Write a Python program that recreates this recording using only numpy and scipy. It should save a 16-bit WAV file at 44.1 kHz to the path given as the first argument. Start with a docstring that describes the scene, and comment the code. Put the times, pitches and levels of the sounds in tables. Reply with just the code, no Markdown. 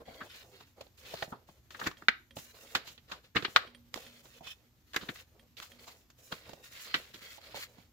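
"""Stiff old paper brochures are picked up, flexed and laid on a pile on a table in a quiet room.
From the start sheets slide with a fine hiss (noise swelling and fading in strokes), buckle with snaps
(noise bursts around a sheet pitch) and pat down with soft thumps (low puffs), over a low rumble and faint hum.
The sharpest snaps come near 2.1 and 3.6 s; from 2.0 to 5.7 s something small and hard ticks now and then
(clicks with ringing modes). Sliding and weaker buckles go on to the end; snaps and ticks echo in the room."""
import sys
import numpy as np
from scipy import signal
from scipy.fft import rfft, irfft
from scipy.io import wavfile

SR = 44100
rng = np.random.default_rng(int(sys.argv[2]) if len(sys.argv) > 2 else 0)


def unload_wav(signal):
    """Save mono or channel-first audio to the path in sys.argv[1] as 16-bit WAV at rate SR, clipped to [-1, 1]."""
    wavfile.write(
        sys.argv[1],
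        SR,
        np.round(np.clip(np.atleast_2d(signal).T, -1, 1) * 32767).astype(np.int16),
    )


N = 349272

# Spectrum of the room tone: (frequency [Hz], relative level [dB])
ROOM_SPECTRUM = [(18, -46), (30, -27), (60, -8.5), (85, -9.5), (150, -19), (300, -21.5), (500, -32.5),
                 (900, -33), (2000, -34.5), (5000, -36), (7500, -38), (8300, -46.5), (11000, -43),
                 (13300, -33), (16000, -42.5)]
# Faint wavering hum: (mean frequency [Hz], middle rms level [dB])
HUM_TONES = [(121, -78), (240, -84)]
# Correlation between the sides in the wide noises: (frequency [Hz], correlation [-1 to 1])
SIDE_CORRELATION = [(60, 1), (180, 0.68), (550, 0.98), (1650, 0.047), (4970, 0.19), (15000, -0.12)]
# Small hard ticks: (time [s], relative click level [dB], relative drive of the highest mode [dB])
TICK_EVENTS = [(1.9704, -55.5, -15), (2.3085, -54.5, -5), (3.6736, -53.5, -11), (3.7479, -52, 2),
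               (4.0652, -51.5, -4), (5.3954, -59, 1.5), (5.7184, -53.5, -4)]
# Modes that a tick sets ringing: (frequency [Hz], relative level [dB], 60 dB decay time [s])
TICK_MODES = [(239, -10.5, 0.86), (547, -13, 0.19), (3233, 0, 0.058), (9050, -19, 0.08)]
# Spectrum of sliding paper: (frequency [Hz], relative level [dB])
SLIDE_SPECTRUM = [(650, -36), (1100, -13), (1500, -9), (2000, -6.5), (3200, -7.5), (4300, -7), (5200, -14),
                  (6500, -31.5)]
# Spectrum of the finest hiss: (frequency [Hz], relative level [dB])
FINE_SPECTRUM = [(4000, -33.5), (5200, -3.5), (7300, -1.5), (8200, -10.5), (10000, -9), (13000, -6.5),
                 (16000, -2.5)]
# Spectrum of flexing paper: (frequency [Hz], relative level [dB])
FLEX_SPECTRUM = [(120, -11.5), (250, -5), (500, 6), (900, -4.5), (1500, -10.5), (2500, -33.5)]
# Strokes of a sheet over another: (start [s], length [s], sliding hiss level [dB], finest hiss level [dB],
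# flexing rustle level [dB], swell from start to end [dB], left over right [dB])
STROKES = [(0.0, 0.039, -69, -81, -48.5, -31, -2), (0.046, 0.22, -60, -62.5, -58.5, 6, 0.5),
           (0.281, 0.055, -58, -64, -74, 4, 1), (.33, 0.097, -55.5, -55.5, -63.5, -7.5, -0.5),
           (0.414, 0.12, -69, -65, -63.5, -12, -3), (0.51, 0.12, -63, -65.5, -72, 4, -3),
           (0.653, 0.043, -70, -66, -83, -6, -2), (0.76, .11, -68, -68, -64.5, -4, -3),
           (0.969, .07, -59, -59, -67.5, -1, -2.5), (1.037, 0.21, -50.5, -54.5, -61, 4.5, -0.5),
           (1.269, 0.037, -72, -63, -59, 14, -1), (1.33, 0.12, -80, -94, -64, -23, -5),
           (1.469, 0.12, -68, -68.5, -70, -14, -1), (1.703, 0.078, -60, -60, -61.5, 0, 2),
           (1.796, 0.12, -56, -57, -53, -12, -7.5), (1.966, 0.086, -64, -64, -66, -8, 0),
           (2.354, .16, -59.5, -53.5, -70.5, -8.5, -0.5), (2.526, 0.25, -59.5, -57, -63, 6.5, -2.5),
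           (2.743, 0.12, -55.5, -72, -59, -13, -5), (2.84, 0.12, -61.5, -60, -69, -12, 3.5),
           (3.072, 0.1, -58.5, -70, -63, 3, 1), (3.226, 0.037, -61, -67.5, -67, -1, 1),
           (3.363, 0.23, -58, -58, -63.5, 2, 2.5), (3.543, 0.24, -62, -77, -62.5, -28, -6.5),
           (3.929, 0.15, -54, -56.5, -60, -7.5, -1.5), (4.06, .15, -61, -61.5, -70.5, -1, 0),
           (4.221, .16, -62, -61, -67, 1.5, -2.5), (4.424, 0.098, -53.5, -56.5, -72.5, 7.5, -1.5),
           (4.547, 0.14, -74, -76.5, -75.5, -4.5, -5), (4.859, .07, -71, -70, -82, 4.5, 2.5),
           (4.937, 0.18, -64.5, -56.5, -59, 0.5, 1), (5.13, 0.08, -53.5, -56.5, -69, 0.5, 1),
           (5.305, 0.137, -88.5, -88, -67, 3, -2), (5.567, 0.1, -54, -53.5, -64.5, -5, 0.5),
           (5.688, 0.087, -63, -64, -69, -12, -1.5), (5.781, .15, -58.5, -59.5, -66, -1.5, -0.5),
           (5.933, 0.1, -68.5, -67.5, -73.5, -9, -1), (6.172, 0.17, -65, -61.5, -71.5, 4.5, -2),
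           (6.304, 0.15, -55.5, -58.5, -58.5, -17.5, -2.5), (6.448, 0.19, -64, -64, -64.5, -10.5, -1.5),
           (6.623, 0.079, -56.5, -57, -75, -11, 0), (6.699, 0.144, -52, -53.5, -70, 4.5, -1),
           (6.836, 0.1, -47, -56.5, -63.5, -7, -2.5), (6.94, 0.18, -52.5, -58.5, -61.5, -16.5, 0),
           (7.126, 0.073, -53, -56.5, -69, -5, 1), (7.203, 0.17, -52.5, -56, -63, -4, -0.5),
           (7.397, 0.13, -54, -63, -62, -1, -1.5), (7.538, 0.1, -47, -49, -64, 3, 0),
           (7.671, 0.17, -67.5, -67.5, -66, -2.5, -2.5)]
# Spectrum of the crisp edge of a snap: (frequency [Hz], relative level [dB])
EDGE_SPECTRUM = [(4000, -6.5), (5200, -7.5), (7000, -6), (8500, -19.5), (11000, -23.5), (13500, -10.5),
                 (16000, -23.5)]
# Buckles and pats: (peak time [s], sheet level [dB], sheet pitch [Hz], crack level [dB], edge level [dB],
# puff level [dB], rise time [s], basic 60 dB decay time [s], left over right [dB])
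BUCKLES = [(0.0843, -43, 640, -75, -76, -48.5, 0.024, 0.16, 2.5),
           (0.145, -77, 990, -52.5, -60, -75, 0.014, 0.073, -4),
           (0.2149, -34.5, 1460, -51, -67, -45, .016, .085, 0.5),
           (0.609, -52, 980, -52.5, -55, -58, 0.014, 0.046, 0),
           (0.8113, -38, 610, -46.5, -46, -54, 0.0058, 0.042, -0.5),
           (0.8687, -53, 600, -59, -69, -62, .0051, .022, -6),
           (1.1415, -30, 594, -58, -41, -39, 0.0075, 0.028, 1.5),
           (1.2253, -27, 656, -34, -42.5, -41, 0.0027, 0.047, -4.5),
           (1.2268, -26, 1540, -48, -60, -66, 0.00177, 0.032, -3),
           (1.2788, -47, 580, -74, -72, -44, 0.0032, 0.031, -2),
           (1.3256, -34.5, 1050, -57.5, -75, -38.5, 0.0087, 0.1, -1),
           (1.49, -49, 826, -79, -70, -49.5, .0027, 0.064, 2),
           (1.707, -50, 1410, -51.5, -48.5, -61, .0034, 0.063, 2.5),
           (1.7489, -39, 1530, -51, -70, -55, 0.0091, 0.071, 1.5),
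           (1.8001, -41, 1170, -46.5, -43, -68, 0.015, 0.059, 3.5),
           (1.8162, -30, 1470, -54, -59, -45, 0.0056, 0.1, 2),
           (1.8418, -50, 1170, -42, -47, -48, 0.012, 0.11, 5),
           (1.8729, -25, 1590, -42, -30.5, -30, 0.021, 0.047, 1),
           (1.9148, -43, 1340, -47, -58, -68, .0067, 0.034, 4),
           (2.0231, -41.5, 1380, -78, -60, -47, 0.0043, 0.044, -2),
           (2.0846, -7.5, 1890, -17, -34.5, -31.5, 0.00087, 0.038, 0),
           (2.3696, -34.5, 734, -41.5, -52, -38.5, 0.0055, 0.033, -2.5),
           (2.387, -56, 800, -49, -47, -48, 0.0075, 0.091, -1.5),
           (2.752, -23.5, 1550, -22.5, -27, -35, .004, 0.07, -.5),
           (2.876, -68, 1070, -46.5, -46, -58, .016, 0.18, -5),
           (2.979, -57, 1770, -48.5, -71.5, -62.5, 0.0026, 0.063, -4.5),
           (3.1007, -58, 1190, -70, -59, -67, .013, 0.26, -14),
           (3.1197, -37, 1250, -37.5, -43, -51.5, 0.0096, 0.098, 1.5),
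           (3.3537, -34.5, 1460, -47, -48, -38.5, 0.0068, .043, -7),
           (3.3591, -27, 1510, -41, -39, -27.5, 0.0041, 0.12, -4.5),
           (3.3682, -20.5, 1780, -22.5, -54.5, -33.5, .014, 0.057, 3.5),
           (3.425, -40, 1410, -41, -50, -37, 0.0038, .079, -8),
           (3.451, -25, 1680, -24.5, -72, -35.5, 0.0076, 0.055, 2),
           (3.483, -41, 990, -60, -62, -42, 0.0072, 0.018, -5),
           (3.5617, -8.5, 1565, -12.5, -25, -53.5, 0.0015, 0.044, 2.5),
           (3.9425, -38, 1723, -41, -30, -49.5, 0.002, 0.0092, -13),
           (3.9602, -44, 1000, -54, -42.5, -40.5, 0.0095, 0.063, 0.5),
           (3.976, -38, 690, -47, -46, -53, 0.0046, 0.042, -0.5),
           (4.2562, -58, 1260, -60, -55, -56, 0.0069, 0.047, -1),
           (4.4092, -46, 690, -84, -63, -50.5, .0044, 0.15, -5),
           (4.4712, -52, 1250, -53, -45, -61, .013, .08, -2.5),
           (4.9343, -50.5, 1520, -45.5, -45.5, -63.5, 0.00134, 0.05, -0.5),
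           (4.9437, -36.5, 1570, -46, -42, -58, 0.0021, 0.085, 2),
           (4.9638, -22, 1700, -30, -28.5, -34, 0.0047, 0.04, -1),
           (5.014, -50, 1470, -45, -56, -54, .013, 0.25, 0),
           (5.0355, -48, 1080, -58, -55, -42, 0.026, 0.027, -7),
           (5.0909, -31, 1800, -34.5, -66, -33.5, 0.0069, 0.057, 2.5),
           (5.1613, -49, 1684, -54.5, -52, -69.5, 0.02, .035, -1.5),
           (5.5697, -75.5, 1220, -47, -55.5, -69, 0.0023, 0.1, -7.5),
           (5.601, -41.5, 1660, -43.5, -40, -57, 0.00084, 0.013, -7),
           (5.6282, -50, 1160, -47.5, -47, -75, .02, 0.094, 1.5),
           (5.8812, -51, 883, -61.5, -45, -68.5, 0.023, 0.1, -1),
           (6.1032, -68.5, 1270, -79, -53, -81, 0.0064, 0.064, 0.5),
           (6.3258, -31.5, 1170, -36, -40.5, -38, 0.012, 0.042, -0.5),
           (6.4942, -45, 725, -64, -47, -45.5, 0.0061, .04, -4),
           (6.5339, -41, 604, -52.5, -48, -48.5, 0.0052, 0.038, -3),
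           (6.9425, -21, 1740, -21.5, -39.5, -36, 0.002, 0.083, -2.5),
           (7.144, -56, 1490, -48, -47.5, -49.5, 0.0082, 0.1, -3),
           (7.2203, -59, 1390, -58, -64, -56, 0.016, 0.052, -9),
           (7.3826, -48, 680, -55, -64, -72, 0.0035, 0.064, -7),
           (7.546, -39, 695, -58, -63, -49.5, 0.011, 0.08, -6),
           (7.5716, -44.5, 680, -50, -43, -66, 0.018, 0.11, -4),
           (7.7858, -57, 724, -65, -67, -52, 0.02, .09, -5)]

ROOM_DB = -66.5
ECHO_T60_S, ECHO_DB, WALL_CUT_HZ = 0.26, -21.5, 5300
STROKE_ATTACK_S, STROKE_RELEASE_T60_S = 0.02, 0.12
CRACK_HZ = 3380
MAX_SIDE_LAG_S = 0.00012
PUFF_HZ, PUFF_EXPONENT = 190, 0.45  # puff pitch under a 1 kHz sheet; power of the sheet pitch it follows
JOLT_HEIGHT, JOLT_T60_S = 0.28, 0.016  # brief extra height at the peak of a burst
STOPBAND_HZ = 16300


def from_db(db):
    """Twenty decibels are a factor of ten in amplitude."""
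    return 10 ** (np.asarray(db) / 20)


def rms_one(x):
    """Division by the root mean square gives unit power."""
    return x / np.sqrt(np.mean(x ** 2) + 1e-20)


def at_hz(points, hz):
    """A spectrum is interpolated along a logarithmic frequency axis."""
    table = np.array(points)
    return np.interp(np.log(hz), np.log(table[:, 0]), table[:, 1])


def coloured(white, shape):
    """Linear filtering: a spectrum table or a gain rule multiplies the spectrum of the noise."""
    hz = np.fft.rfftfreq(white.shape[-1], 1 / SR) + 1
    gain = shape(hz) if callable(shape) else from_db(at_hz(shape, hz))
    return irfft(rfft(white) * gain, white.shape[-1])


def resonance(pitch, sharp, skirt_db, low_hz):
    """Resonance: the gain falls steeply on both sides of the pitch, with a shoulder below it."""
    def gain(hz):
        peak = 1 / (1 + (sharp * (hz / pitch - pitch / hz)) ** 4)
        shoulder = from_db(skirt_db) / (1 + (hz / pitch) ** 4 + (low_hz / hz) ** 4)
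        return peak + shoulder
    return gain


def drift(rate_hz):
    """Random modulation: low-passed noise of unit rms wanders slowly about zero."""
    step = 40  # samples between the points of the slow curve
    pole = np.exp(-2 * np.pi * rate_hz * step / SR)
    white = rng.standard_normal(N // step + 2002)
    slow = signal.lfilter([1], [1, -2 * pole, pole * pole], white)[2000:]  # drop the onset
    return np.interp(np.arange(N) / step, np.arange(len(slow)), rms_one(slow))


def wide_noise(spectrum, grain_db, patchy_db):
    """Partial coherence: correlation varies with frequency, while narrow bands swell and fade."""
    hz = np.fft.rfftfreq(N, 1 / SR) + 1
    correlation = np.clip(at_hz(SIDE_CORRELATION, hz), -1, 1)
    mid, side = rfft(rng.standard_normal((2, N))) * from_db(at_hz(spectrum, hz))
    pair = np.sqrt(1 + correlation) * mid + np.sqrt(1 - correlation) * side * [[1], [-1]]

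    # Bands of 1/11 octave are dealt at random to five swells.
    band = (11 * np.log2(hz)).astype(int)
    swell_of_bin = rng.integers(0, 5, 200)[band]
    out = np.zeros((2, N))
    for k in range(5):
        swell = from_db(patchy_db * drift(5))
        out += irfft(pair * (swell_of_bin == k), N) * swell
    grain = from_db(grain_db * (drift(13) + drift(53)))
    return rms_one(out * grain)


def burst(noise, rise, t60, level_db):
    """Transient excitation: a quadratic rise and exponential decay set the energy of the noise."""
    t = np.arange(noise.shape[-1]) / SR
    decay = from_db(-60 * np.maximum(t - rise, 0) / max(t60, 0.01))
    envelope = np.minimum(t / rise, 1) ** 2 * decay
    jolt = JOLT_HEIGHT * from_db(-60 * np.abs(t - rise) / JOLT_T60_S)
    envelope *= (1 + jolt) / (1 + JOLT_HEIGHT)
    shaped = noise * envelope
    energy_match = np.sqrt(np.mean(envelope ** 2) / np.mean(shaped ** 2) / 2)
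    return from_db(level_db) * shaped * energy_match


def room_tone():
    """Stationary background: low rumble and faint hiss, with a hum wavering in level and pitch."""
    out = from_db(ROOM_DB) * wide_noise(ROOM_SPECTRUM, grain_db=0.6, patchy_db=1.6)
    for hz, level_db in HUM_TONES:
        wavering_hz = hz * (1 + 0.02 * drift(4))
        phase = 2 * np.pi * np.cumsum(wavering_hz) / SR
        level = from_db(level_db + 3 * drift(4))
        out += np.sqrt(2) * level * np.sin(phase)  # root 2: from rms to peak
    return out


def echoes(x):
    """Diffuse reverberation: convolution with decaying noise, duller than the direct sound, one per side."""
    t = np.arange(SR // 2) / SR
    envelope = from_db(-60 * t / ECHO_T60_S) * np.minimum(t / 0.007, 1)
    tail = rng.standard_normal((2, len(t))) * envelope
    wall_loss = signal.butter(1, WALL_CUT_HZ, fs=SR, output="sos")
    tail = signal.sosfilt(wall_loss, tail)
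    tail /= np.sqrt(np.sum(tail ** 2, axis=1, keepdims=True))  # unit energy per side
    return from_db(ECHO_DB) * signal.fftconvolve(x, tail, axes=1)[:, :N]


def ring(x, hz, t60):
    """Damped oscillator: a unit click excites a decaying sine of starting height 1."""
    radius, angle = from_db(-60 / (t60 * SR)), 2 * np.pi * hz / SR
    feedback = [1, -2 * radius * np.cos(angle), radius * radius]
    return signal.lfilter([0, np.sin(angle)], feedback, x + 1e-18)


def ticks():
    """Impulsive modal excitation: a small hard click rattles briefly and rings, louder on the right."""
    s, level_db, high_db = np.transpose(TICK_EVENTS)
    at = np.round(s * SR).astype(int)
    clicks, high_clicks = np.zeros((2, N)) + 1e-18  # tiny offset avoids vanishing numbers in the filters
    clicks[at] = from_db(level_db + 2.0)
    high_clicks[at] = from_db(level_db + 9.5 + high_db)

    rattle = burst(coloured(rng.standard_normal(2048), SLIDE_SPECTRUM), 0.0004, 0.04, 2.1)
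    out = 2.4 * signal.lfilter([0.4], [1, -0.6], clicks)
    out += signal.fftconvolve(clicks, rattle)[:N]
    for hz, mode_db, t60 in TICK_MODES:
        drive = high_clicks if hz > 6000 else clicks
        out += from_db(mode_db) * ring(drive, hz, t60)
    return out * from_db([[-2.5], [2.5]])


def crackle(per_s):
    """Stick-slip: fibres catch and let go in clumped clicks of uneven size, offset between the sides."""
    born = rng.random(N) < per_s * from_db(6.0 * drift(12)) / SR
    sizes = from_db(4.0 * np.minimum(rng.exponential(1, N), 4))
    clicks = born * sizes * rng.choice([-1, 1], N)
    pair = np.array([clicks, np.roll(clicks, 7)])
    return rms_one(coloured(pair, SLIDE_SPECTRUM))


def stroke_gains():
    """Incoherent addition: strokes set in, swell or fade and let go; overlaps add in power."""
    power, t = np.zeros((3, 2, N)), np.arange(SR) / SR
    for s, length, hiss_db, fine_db, rustle_db, swell_db, pan_db in STROKES:
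        swell = swell_db * (np.minimum(t / length, 1) - 0.5)
        release = -60 * np.maximum(t - length, 0) / STROKE_RELEASE_T60_S
        shape = np.minimum(t / STROKE_ATTACK_S, 1) * from_db(swell + release)
        sides = shape * from_db([[pan_db / 2], [-pan_db / 2]])
        layers = from_db([hiss_db, fine_db, rustle_db])[:, None, None] * sides
        at = max(round(s * SR), 0)
        power[..., at:at + SR] += (layers ** 2)[..., :N - at]
    return np.sqrt(power)


def sliding():
    """Friction noise: paper fibres drag over each other, and slower flexing rustles lower down."""
    hiss, fine, rustle = stroke_gains()
    drag = 0.87 * wide_noise(SLIDE_SPECTRUM, grain_db=2.0, patchy_db=3.5)
    drag += 0.45 * crackle(per_s=600)
    paper = hiss * drag
    paper += rustle * wide_noise(FLEX_SPECTRUM, grain_db=2.0, patchy_db=3.5)
    paper += fine * wide_noise(FINE_SPECTRUM, grain_db=1.6, patchy_db=0.5)
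    return paper


def snaps():
    """Buckling: the sheet shakes around its pitch, with a crack, a crisp edge and a puff of trapped air."""
    size = 8192
    crack_rule = resonance(CRACK_HZ, sharp=1.6, skirt_db=-20, low_hz=885)
    out = np.zeros((2, N + size))
    for s, sheet_db, pitch, crack_db, edge_db, puff_db, rise, t60, pan_db in BUCKLES:
        rise = max(rise, 5e-4)
        white = rng.standard_normal((4, size))
        pair = white[0] + 1.5 * white[1:3]  # each side hears a slightly different part of the sheet

        sheet_rule = resonance(pitch, sharp=1.49, skirt_db=-9.5, low_hz=0.4 * pitch)
        sound = burst(coloured(pair, sheet_rule), rise, t60, sheet_db)
        sound += burst(coloured(pair, crack_rule), rise, t60, crack_db)
        sound += burst(coloured(pair, EDGE_SPECTRUM), rise, 1.2 * t60, edge_db)
        lag = round(rng.uniform(-1, 1) * MAX_SIDE_LAG_S * SR)
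        sound[1] = np.roll(sound[1], lag)

        # The puff is the same on both sides and peaks a little later.
        puff_hz = PUFF_HZ * (pitch / 1e3) ** PUFF_EXPONENT
        puff_rule = resonance(puff_hz, sharp=0.64, skirt_db=-7.5, low_hz=55)
        sound += burst(coloured(white[3], puff_rule), rise + 0.0017, 0.013 + t60, puff_db)

        at = round((s - rise) * SR)
        out[:, at:at + size] += sound * from_db([[pan_db / 2], [-pan_db / 2]])
    return out[:, :N]


def scene():
    """Superposition: room tone, sliding paper, and the snaps and ticks with their echoes."""
    hits = ticks() + snaps()
    return room_tone() + echoes(hits) + sliding() + hits


def record(dry):
    """Band limiting: a steep low-pass filter removes the top of the spectrum."""
    low_pass = signal.cheby2(12, 50, STOPBAND_HZ, fs=SR, output="sos")
    return signal.sosfilt(low_pass, dry)


dry = scene()
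out = record(dry)
unload_wav(out)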